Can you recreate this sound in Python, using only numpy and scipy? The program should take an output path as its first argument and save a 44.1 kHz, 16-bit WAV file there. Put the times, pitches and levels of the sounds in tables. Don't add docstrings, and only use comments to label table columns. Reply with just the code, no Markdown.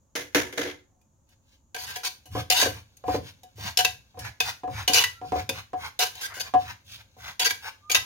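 import sys
import numpy as np
from scipy import signal
from scipy.fft import rfft, irfft
from scipy.io import wavfile
from scipy.ndimage import uniform_filter1d

SR = 44100
rng = np.random.default_rng(int(sys.argv[2]) if len(sys.argv) > 2 else 0)


def int16_out(signal):
    q = np.round(np.clip(np.atleast_2d(signal).T, -1, 1) * 32767)
    wavfile.write(sys.argv[1], SR, q.astype(np.int16))


N = 355181
TAIL = SR // 3

# start in seconds, bowl ring in dB, thud in dB.
BLOWS = [(2.257, -57.5, -60), (2.352, -31.5, -29), (2.366, -35.5, -31.5), (2.625, -33, -25.5),
         (2.66, -40, -24.5), (3.039, -34.5, -40), (3.081, -26, -25.5), (3.143, -34, -23),
         (3.432, -74, -57.5), (3.582, -56.5, -47), (4.143, -50.5, -61), (4.173, -44.5, -42),
         (4.634, -29.5, -39), (4.676, -37.5, -36.5), (4.897, -38, -30), (5.214, -35.5, -43),
         (5.245, -49, -43), (5.32, -25, -26.5), (5.357, -28.5, -28.5), (5.491, -51, -33.5),
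         (5.732, -28, -35.5), (6.368, -49, -45.5), (6.538, -14, -28), (7.166, -54.5, -55)]
# start in seconds, bowl ring in dB, force in dB before colouring,
# blade pitch in Hz, chatter t60 in seconds.
CLINKS = [(1.013, -79.5, -71.5, 2470, 0.063), (1.289, -83.5, -70, 2940, 0.13),
          (1.745, -40.5, -32, 1666, 0.052), (1.762, -38.5, -34.5, 1630, 0.049),
          (1.959, -42, -39, 1645, 0.21), (2.256, -67.5, -51.5, 2940, .14), (2.5, -27.5, -18, 5050, 0.034),
          (2.968, -86, -58.5, 6530, .06), (3.432, -51, -51.5, 3780, 0.054),
          (3.772, -36.5, -17.5, 5370, 0.04), (3.787, -27.5, -19.5, 2960, 0.083),
          (3.847, -34.5, -16.5, 2673, 0.052), (4.19, -60, -42.5, 5420, 0.1), (4.248, -71, -40, 1360, .05),
          (4.402, -38, -19, 2555, 0.068), (4.877, -27.5, -18.5, 2980, 0.084),
          (4.933, -55, -19, 4760, 0.078), (4.942, -32.5, -17, 4930, .05), (5.038, -64, -18.5, 1950, 0.048),
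          (5.491, -55, -24, 2530, 0.057), (5.99, -28.5, -24, 3770, .08), (6.152, -55, -42.5, 3190, 0.05),
          (7.395, -36, -24.5, 3880, 0.042), (7.506, -67, -24.5, 1637, 0.028), (7.897, -40, -26, 2370, 0.21),
          (7.914, -38, -23.5, 6680, 0.076), (7.946, -45, -15, 2654, 0.057)]
# start in seconds, length in seconds,
# force in dB before colouring, blade pitch in Hz.
SCRAPES = [(1.771, 0.089, -38.5, 4640), (1.862, .06, -38.5, 1830), (1.955, 0.017, -33, 1677),
           (2.031, 0.021, -32.5, 2610), (2.045, 0.036, -29, 4210), (2.502, 0.033, -20.5, 4850),
           (2.542, 0.021, -27, 2910), (2.558, 0.056, -20, 2696), (2.611, 0.025, -18, 1635),
           (2.64, 0.034, -28, 1560), (2.669, .04, -37.5, 2065), (3.792, 0.021, -26, 1640),
           (4.885, 0.059, -33.5, 2870), (4.946, 0.05, -17, 2920), (4.99, .038, -24.5, 1950),
           (5.996, 0.047, -21.5, 2910), (6.04, 0.0392, -34.5, 1606), (6.207, 0.062, -32.5, 1560),
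           (6.336, 0.057, -41, 1533), (6.396, 0.021, -28.5, 4610), (7.392, 0.044, -25, 3280),
           (7.442, 0.029, -21.5, 4560), (7.454, .025, -23, 1623), (7.494, 0.021, -29, 1660),
           (7.944, .03, -21, 1986)]
# start in seconds, length in seconds, squelch in dB,
# hiss in dB, counter boom in dB.
PUSHES = [(1.274, 0.08, -69, -65, -76.5), (1.415, 0.18, -71.5, -62.5, -80), (1.76, 0.25, -46, -41.5, -52.5),
          (2.316, 0.12, -36.5, -35.5, -33), (2.65, 0.18, -48.5, -47.5, -46.5),
          (3.062, .13, -38, -36.5, -37), (3.213, 0.11, -51.5, -45, -57), (3.569, .16, -33.5, -32, -39),
          (4.174, .14, -37, -41, -40), (4.415, 0.11, -31, -30, -47), (4.69, .17, -35, -38.5, -36),
          (5.225, 0.1, -58, -50, -49), (5.317, 0.12, -37.5, -37.5, -36), (5.5, 0.13, -39.5, -39.5, -45),
          (5.773, 0.13, -34.5, -38, -48), (6.116, 0.14, -44.5, -41, -60.5), (6.255, 0.1, -41, -78, -56.5),
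          (6.408, 0.1, -43, -44.5, -54), (6.57, 0.083, -50, -44.5, -53), (6.63, 0.11, -37, -40, -45.5),
          (6.855, .13, -53.5, -41.5, -55), (6.958, 0.077, -51.5, -50.5, -56), (7.174, .17, -38, -39, -50.5),
          (7.62, 0.089, -34.5, -38, -58)]
# start in seconds, level in dB before colouring,
# brightness in dB per band.
KNOCKS = [(0.153, -31, 0.5), (.347, -19, -1), (0.526, -40.5, -1), (.575, -27, -2.5), (0.614, -32.5, -2.5),
          (.651, -35, -5.5), (.674, -62, -6.5)]
# frequency in Hz, level in dB.
SPOON_SPECTRUM = [(100, -28.5), (280, -8), (500, -5.5), (1200, -5.5), (2000, -1), (2700, 3), (4500, 3),
                  (6600, -1.5), (7600, -13.5), (8800, -10.5), (12000, -7.5), (16000, -14.5)]
# frequency in Hz, width in Hz, height in dB.
SPOON_PEAKS = [(477.5, 32, 13.6), (744, 13, 15), (976, 89, 14.4), (1509, 130, 7.9), (1599, 43, 17),
               (1972, 29, 8.7), (2380, 9.9, 3.6), (2480, 54, 2.7), (2650, 17, 1.7), (2944, 33, 6),
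               (3560, 11, 1.3), (3720, 9.7, 3.2), (4570, 120, 5.9), (4680, 15, 4), (6430, 810, 1.1)]
# lower edge in Hz, upper edge in Hz.
BANDS_HZ = [(40, 760), (760, 2300), (2300, 7200), (7200, 19000)]


def from_db(db):
    return 10 ** (np.asarray(db) / 20)


def dying(t60):
    return from_db(-60 * np.arange(TAIL) / SR / t60)


def cut(x, hz, kind, order=4):
    return signal.sosfilt(signal.butter(order, hz, kind, fs=SR, output="sos"), x)


def resonate(x, hz, width_hz):
    b, a = signal.iirpeak(hz, hz / width_hz, fs=SR)
    return signal.lfilter(b, a, x)


def convolve(x, response):
    return signal.fftconvolve(np.atleast_2d(x), response, axes=1)


def add(out, s, x):
    at = round(s * SR)
    out[:, at:at + x.shape[1]] += x[:, :max(N - at, 0)]


def at_level(x, db):
    power = uniform_filter1d(np.mean(x ** 2, axis=0), SR // 100)
    return x * from_db(db) / np.sqrt(power.max() + 1e-20)


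def stereo_noise(size, alike):
    mid, side = rng.standard_normal((2, size))
    common = np.sqrt(1 + alike) * mid
    opposite = np.sqrt(1 - alike) * side * [[1], [-1]]
    return (common + opposite) / np.sqrt(2)


def body(spectrum, peaks=(), size=4096):
    hz = np.maximum(np.fft.rfftfreq(size, 1 / SR), 1)
    points, db = np.transpose(spectrum)
    smooth = from_db(np.interp(np.log(hz), np.log(points), db))
    lift = 1 + sum(from_db(height) ** 2 / (1 + (2 * (hz - centre) / width) ** 2)
                   for centre, width, height in peaks)
    cepstrum = irfft(np.log(smooth * np.sqrt(lift)))
    cepstrum[1:size // 2] *= 2
    cepstrum[size // 2 + 1:] = 0
    return irfft(np.exp(rfft(cepstrum)))[None]


def scatter(t60, direct_db, alike):
    ear_lag = 6
    echoes = stereo_noise(TAIL, alike) * dying(t60)
    echoes /= np.sqrt(np.sum(echoes ** 2) / 2)
    echoes[[0, 1], [ear_lag, 0]] += from_db(direct_db)
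    return echoes


def voiced(x, levels_db):
    return sum(at_level(cut(x, band, "band", order=3), db) for band, db in zip(BANDS_HZ, levels_db))


def grains(size, per_s, spread_db):
    out = np.zeros(size)
    at, strength, sign = rng.random((round(size * per_s / SR), 3)).T
    loudness = from_db(-spread_db * np.log(np.maximum(strength, .02)))
    out[(at * size).astype(int)] = loudness * np.sign(sign - .5)
    return out


def steady(spectrum, alike, peaks=()):
    x = convolve(stereo_noise(N + TAIL, alike), body(spectrum, peaks))[:, TAIL:TAIL + N]
    return x / x.std()


def aftermath(jolts, rise_s, t60):
    out, t = np.zeros((1, N)), np.arange(SR) / SR
    shape = (1 - np.exp(-t / rise_s)) * np.exp(-np.log(1000) * t / t60)
    for s, db in jolts:
        add(out, s, (from_db(db) * shape[None] / shape.max()) ** 2)
    return out[0]


def pestle(thud_db=0, clack_db=-5, clack_follows_ring=0.51):
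    # frequency in Hz, level in dB.
    thud_spectrum = [(60, -27.5), (120, -6), (190, -8.5), (300, -8), (600, 1), (1100, -2), (1400, -16),
                     (2500, -22.5), (6000, -33), (16000, -53.5)]
    # frequency in Hz, width in Hz, height in dB.
    thud_peaks = [(284.7, 30, 16.5), (393, 16, 9), (475.7, 32, 14.5), (530, 19, 11), (1020, 32, 7)]
    out, wood = np.zeros((2, N)), body(thud_spectrum, thud_peaks)
    for s, ring, thud in BLOWS:
        low = convolve(scatter(t60=0.12, direct_db=-6.5, alike=0.92), wood)
        high = convolve(scatter(t60=0.09, direct_db=-12.5, alike=0.29), wood)
        clack = thud + clack_db + clack_follows_ring * (ring - thud)
        add(out, s, at_level(cut(low, 810, "low"), thud + thud_db))
        add(out, s, at_level(cut(high, 880, "high"), clack))
    return out


def ringing(pestle_db=0, spoon_db=0):
    out = np.zeros((2, N))
    dull = bowl(pestle_db, contact_hz=1480, rise_s=0.0077)
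    bright = bowl(spoon_db, contact_hz=5500, rise_s=0.0039)
    for table, ring in (BLOWS, dull), (CLINKS, bright):
        for s, ring_db, *_ in table:
            add(out, s, from_db(ring_db) * ring)
    return out


def bowl(ring_db, contact_hz, rise_s, split_hz=11, swell_db=4, opposed=0.58, right_lag_rad=1.4):
    # frequency in Hz, relative level in dB, t60 in seconds,
    # right ear gain in dB.
    bowl_modes = [(737, 12.5, 0.17, 0.5), (1668, -7.5, 0.17, -2), (2540, -12.5, 0.15, -5.5),
                  (2960, -5.5, .2, -4.5), (3690, -13.5, .15, -2.5), (4520, -17, .16, -6),
                  (4875, -9, 0.17, -5)]
    t, out = np.arange(TAIL) / SR, 0
    for hz, db, t60, right_db in bowl_modes:
        lower = np.exp(2j * np.pi * hz * t)
        upper = np.exp(2j * np.pi * (hz + split_hz) * t)
        left = from_db(swell_db) * (lower - opposed * upper)
        right = from_db(right_db) * (lower - 0.27 * upper) * np.exp(-1j * right_lag_rad)
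        softness = 1 + (hz / contact_hz) ** 4
        out = out + np.imag([left, right]) * dying(t60) * from_db(db) / softness
    return at_level(out * (1 - np.exp(-t / rise_s)), ring_db)


def clinks(level_db=-1, settle_s=0.0013, ting_db=-7, wall_hz=2900, coupling_db=6, clay_share=0.51):
    # level in dB,
    # dB more per octave of blade pitch, dB more per dB of force.
    clink_colour = [(-5.5, -2, 0), (-6, -8, 0.04), (1, 2, 0.0344), (-4, 4, -0.15)]
    out, steel = np.zeros((2, N)), body(SPOON_SPECTRUM, SPOON_PEAKS)
    landing = 1 - np.exp(-np.arange(TAIL // 3) / SR / settle_s)
    for s, ring, db, hz, chatter in CLINKS:
        force = scatter(t60=chatter, direct_db=-7, alike=0.072)[:, :len(landing)] * landing
        clay = [clay_share * (ring - db), 0, 0, 0]
        levels = level_db + spoon_colour(clink_colour, hz, db) + clay
        add(out, s, voiced(blade(force, steel, hz, width_hz=110, lift_db=13.5), levels))
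        coupling = 1 / (1 + ((hz - wall_hz) / 220) ** 2)
        add(out, s, ting(hz, db + ting_db + coupling_db * coupling))
    return out


def blade(force, steel, hz, width_hz, lift_db, overtones=((1.4, -4), (1.98, -7))):
    x = out = convolve(force, steel)
    for ratio, db in ((1, 0), *overtones):
        out = out + from_db(lift_db + db) * resonate(x, hz * ratio, width_hz)
    return out


def ting(hz, db, t60=0.036, partials=((1, 0), (1.4, -6), (1.98, -9))):
    t = np.arange(TAIL // 3) / SR
    tones = sum(from_db(gain) * np.sin(2 * np.pi * (hz * ratio * t + rng.random((2, 1))))
                for ratio, gain in partials)
    onset = 1 - np.exp(-t / 0.0014)
    return at_level(tones * dying(t60)[:len(t)] * onset, db)


def spoon_colour(colour, hz, force_db, blade_hz=2690, firm_db=-25):
    db, per_octave, per_db = np.transpose(colour)
    return force_db + db + per_octave * np.log2(hz / blade_hz) + per_db * (force_db - firm_db)


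def scrapes(level_db=0, grit_db=-15, sing_db=-11):
    # level in dB,
    # dB more per octave of blade pitch, dB more per dB of force.
    scrape_colour = [(-15, 0.87, 0.17), (-4.5, -2.7, -0.1), (1, 1, .03), (-5, 0.87, -0.13)]
    out, steel = np.zeros((2, N)), body(SPOON_SPECTRUM, SPOON_PEAKS)
    for s, length, db, hz in SCRAPES:
        size = round(length * SR)
        slips = grains(size, per_s=600, spread_db=2.5) + from_db(grit_db) * rng.standard_normal(size)
        echoes = scatter(t60=0.036, direct_db=-11.5, alike=0.0)[:, :TAIL // 3]
        force = convolve(slips * signal.windows.tukey(size, .25), echoes)
        levels = level_db + spoon_colour(scrape_colour, hz, db)
        add(out, s, voiced(blade(force, steel, hz, width_hz=40, lift_db=7.0), levels))
        add(out, s, at_level(resonate(force, hz, width_hz=45), db + sing_db))
    return out


def food(level_db=0, sharpness=(1.9, 1.5, 1.1), peak_share=0.7, spray_db=-9):
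    out = np.zeros((2, N))
    for start, length, squelch, hiss, _ in PUSHES:
        t = np.arange(start - .02, start + length + 0.0061, 1 / SR)
        push = np.interp(t, [t[0], start + peak_share * length, t[-1]], [0, 1, 0])
        snaps = crackle(len(t), per_s=2500)
        for band, db, power in zip(BANDS_HZ[1:], (squelch, hiss, hiss + spray_db), sharpness):
            add(out, t[0], at_level(cut(snaps, band, "band", order=3) * push ** power, db + level_db))
    return out


def crackle(size, per_s, pops_db=6):
    # frequency in Hz, level in dB.
    food_spectrum = [(150, 2), (450, 6), (1000, -5.5), (2000, -5.5), (4000, -1), (6700, -7.5), (7600, -23),
                     (9000, -14), (16000, -16.5)]
    # frequency in Hz, width in Hz, height in dB.
    food_peaks = [(753, 14, 4), (925, 54, 2), (1600, 180, 7.6), (2250, 860, 0.69)]
    force = grains(size, per_s, spread_db=1) + from_db(pops_db) * pops(size)
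    snaps = convolve(force, scatter(t60=.03, direct_db=1, alike=.05))
    return convolve(snaps, body(food_spectrum, food_peaks))[:, :size]


def pops(size, per_s=30, cycles=8, count=14):
    out = 0
    for hz in np.geomspace(850, 6500, count):
        bursts = grains(size, per_s, spread_db=3) + 1e-18
        out = out + resonate(bursts, hz, width_hz=hz / cycles)
    return out


def rustle(push_db=6, rise_s=.015, settle_db=-27.5, settle_t60_s=0.34, tossing_from_s=1.75, rustle_db=-69):
    moved = [(s + length / 2, db) for s, length, db, _ in SCRAPES]
    moved += [(s + length / 2, hiss + push_db) for s, length, _, hiss, _ in PUSHES]
    power = from_db(settle_db) ** 2 * aftermath(moved, rise_s, settle_t60_s)
    power += from_db(rustle_db) ** 2 * (np.arange(N) / SR > tossing_from_s)
    shreds = cut(crackle(N, per_s=970), 1100, "high", order=1)
    return shreds / shreds.std() * np.sqrt(power)


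def counter(blow_db=-15, clink_db=-31, knock_db=-22, push_db=0, lean_s=0.052, lowest_hz=68):
    # frequency in Hz, level in dB.
    boom_spectrum = [(25, -32), (50, -16), (78, 0), (92, -2), (105, -0.5), (135, -13), (165, -16.5),
                     (220, -21.5), (500, -44.5), (2000, -91)]
    # frequency in Hz, width in Hz, height in dB.
    boom_peaks = [(104.9, 3.8, 3.5)]
    jolts = [(s, thud + blow_db) for s, _, thud in BLOWS]
    jolts += [(s, db + clink_db) for s, _, db, *_ in CLINKS]
    jolts += [(s, db + knock_db) for s, db, _ in KNOCKS]
    power = aftermath(jolts, rise_s=0.023, t60=0.45)[None]
    for start, length, *_, db in PUSHES:
        lean = np.hanning(round((length + 2 * lean_s) * SR))
        add(power, start - lean_s, (from_db(db + push_db) * lean[None]) ** 2)
    boom = steady(boom_spectrum, alike=0.9, peaks=boom_peaks)
    own_power = uniform_filter1d(np.mean(boom ** 2, axis=0), SR // 20)
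    return cut(boom * np.sqrt(power / own_power), lowest_hz, "high", order=2)


def knocks(level_db=0):
    # frequency in Hz, level in dB.
    knock_spectrum = [(60, -14.5), (180, -9), (290, -3), (550, -0.5), (850, -3.5), (1200, -3.5), (2000, -8),
                      (3500, 4), (6600, -7.5), (7600, -27.5), (10000, -22), (16000, -27)]
    # frequency in Hz, width in Hz, height in dB.
    knock_peaks = [(289.5, 18, 13), (366, 12, 13), (484.6, 24, 14), (944, 11, 7.4), (1393, 27, 13),
                   (1545, 12, 12), (1710, 130, 15), (2070, 140, 15)]
    knock_colour_db = np.array((-3, 0.5, 1.5, -1))
    out, hollow = np.zeros((2, N)), body(knock_spectrum, knock_peaks)
    for s, db, brightness in KNOCKS:
        lows = cut(scatter(t60=0.26, direct_db=-27, alike=.9), 700, "low")
        highs = cut(scatter(t60=0.26, direct_db=-24.5, alike=.05) * rattle(), 700, "high")
        tilt = brightness * (np.arange(len(BANDS_HZ)) - 1)
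        levels = db + level_db + tilt + knock_colour_db
        add(out, s, voiced(convolve(lows + highs, hollow), levels))
    return out


def rattle(depth_db=4, per_s=160):
    knots = np.arange(TAIL) / SR * per_s
    return from_db(depth_db * np.interp(knots, np.arange(200), rng.standard_normal(200)))


def whistles(level_db=-1):
    # start in seconds, length in seconds, start pitch in Hz,
    # end pitch in Hz, level in dB before the common trim level_db.
    whistle_glides = [(0.844, 0.18, 793, 695, -72.5), (5.09, 0.24, 1310, 1447, -54),
                      (7.796, .26, 1164, 1317, -45)]
    out = np.zeros((2, N))
    for s, length, start_hz, end_hz, db in whistle_glides:
        hz = np.linspace(start_hz, end_hz, round(length * SR))
        tone = np.sin(2 * np.pi * np.cumsum(hz) / SR) * np.hanning(len(hz))
        echoes = scatter(t60=.25, direct_db=-6, alike=.3)
        add(out, s, at_level(convolve(tone, echoes), db + level_db))
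    return out


def kitchen(x, t60=0.27, wet_db=-9.5, build_s=0.0079):
    tail = cut(stereo_noise(TAIL, 1.0), 340, "low") + cut(stereo_noise(TAIL, .05), 240, "high")
    tail *= dying(t60) * (1 - np.exp(-(np.arange(TAIL) / SR / build_s) ** 2))
    return from_db(wet_db) * convolve(x, tail / np.sqrt(np.sum(tail ** 2) / 2))[:, :N]


def hush(air_db=-70.5, rumble_db=-65.5):
    # frequency in Hz, level in dB.
    hush_spectrum = [(88, -31.5), (150, -16), (201, -6), (217, -2), (484, -19.5), (524, -5.5), (624, -15.5),
                     (689, -11), (759, -22.5), (854, -11.5), (2100, -35), (5150, -34), (6770, -14),
                     (8230, -35), (16000, -43)]
    # frequency in Hz, level in dB.
    rumble_spectrum = [(25, -17), (50, -7), (70, -1), (105, -4.5), (160, -14.5), (500, -48)]
    lows = cut(steady(hush_spectrum, alike=0.71), 570, "low")
    treble = cut(steady(hush_spectrum, alike=.15), 700, "high")
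    rumble = steady(rumble_spectrum, alike=.9)
    return from_db(air_db) * (lows + treble) + from_db(rumble_db) * rumble


def scene(spoon_pan_db=0.5, ring_room_db=-7):
    spoon = (clinks() + scrapes()) * from_db([[spoon_pan_db], [-spoon_pan_db]])
    contacts = pestle() + spoon + food() + rustle() + knocks() + whistles()
    ring = ringing()
    room = kitchen(contacts + from_db(ring_room_db) * ring)
    return contacts + ring + room + counter() + hush()


def record(dry, cutoff_hz=16000):
    return signal.sosfilt(signal.ellip(10, .2, 70, cutoff_hz, fs=SR, output="sos"), dry)


dry = scene()
out = record(dry)
int16_out(out)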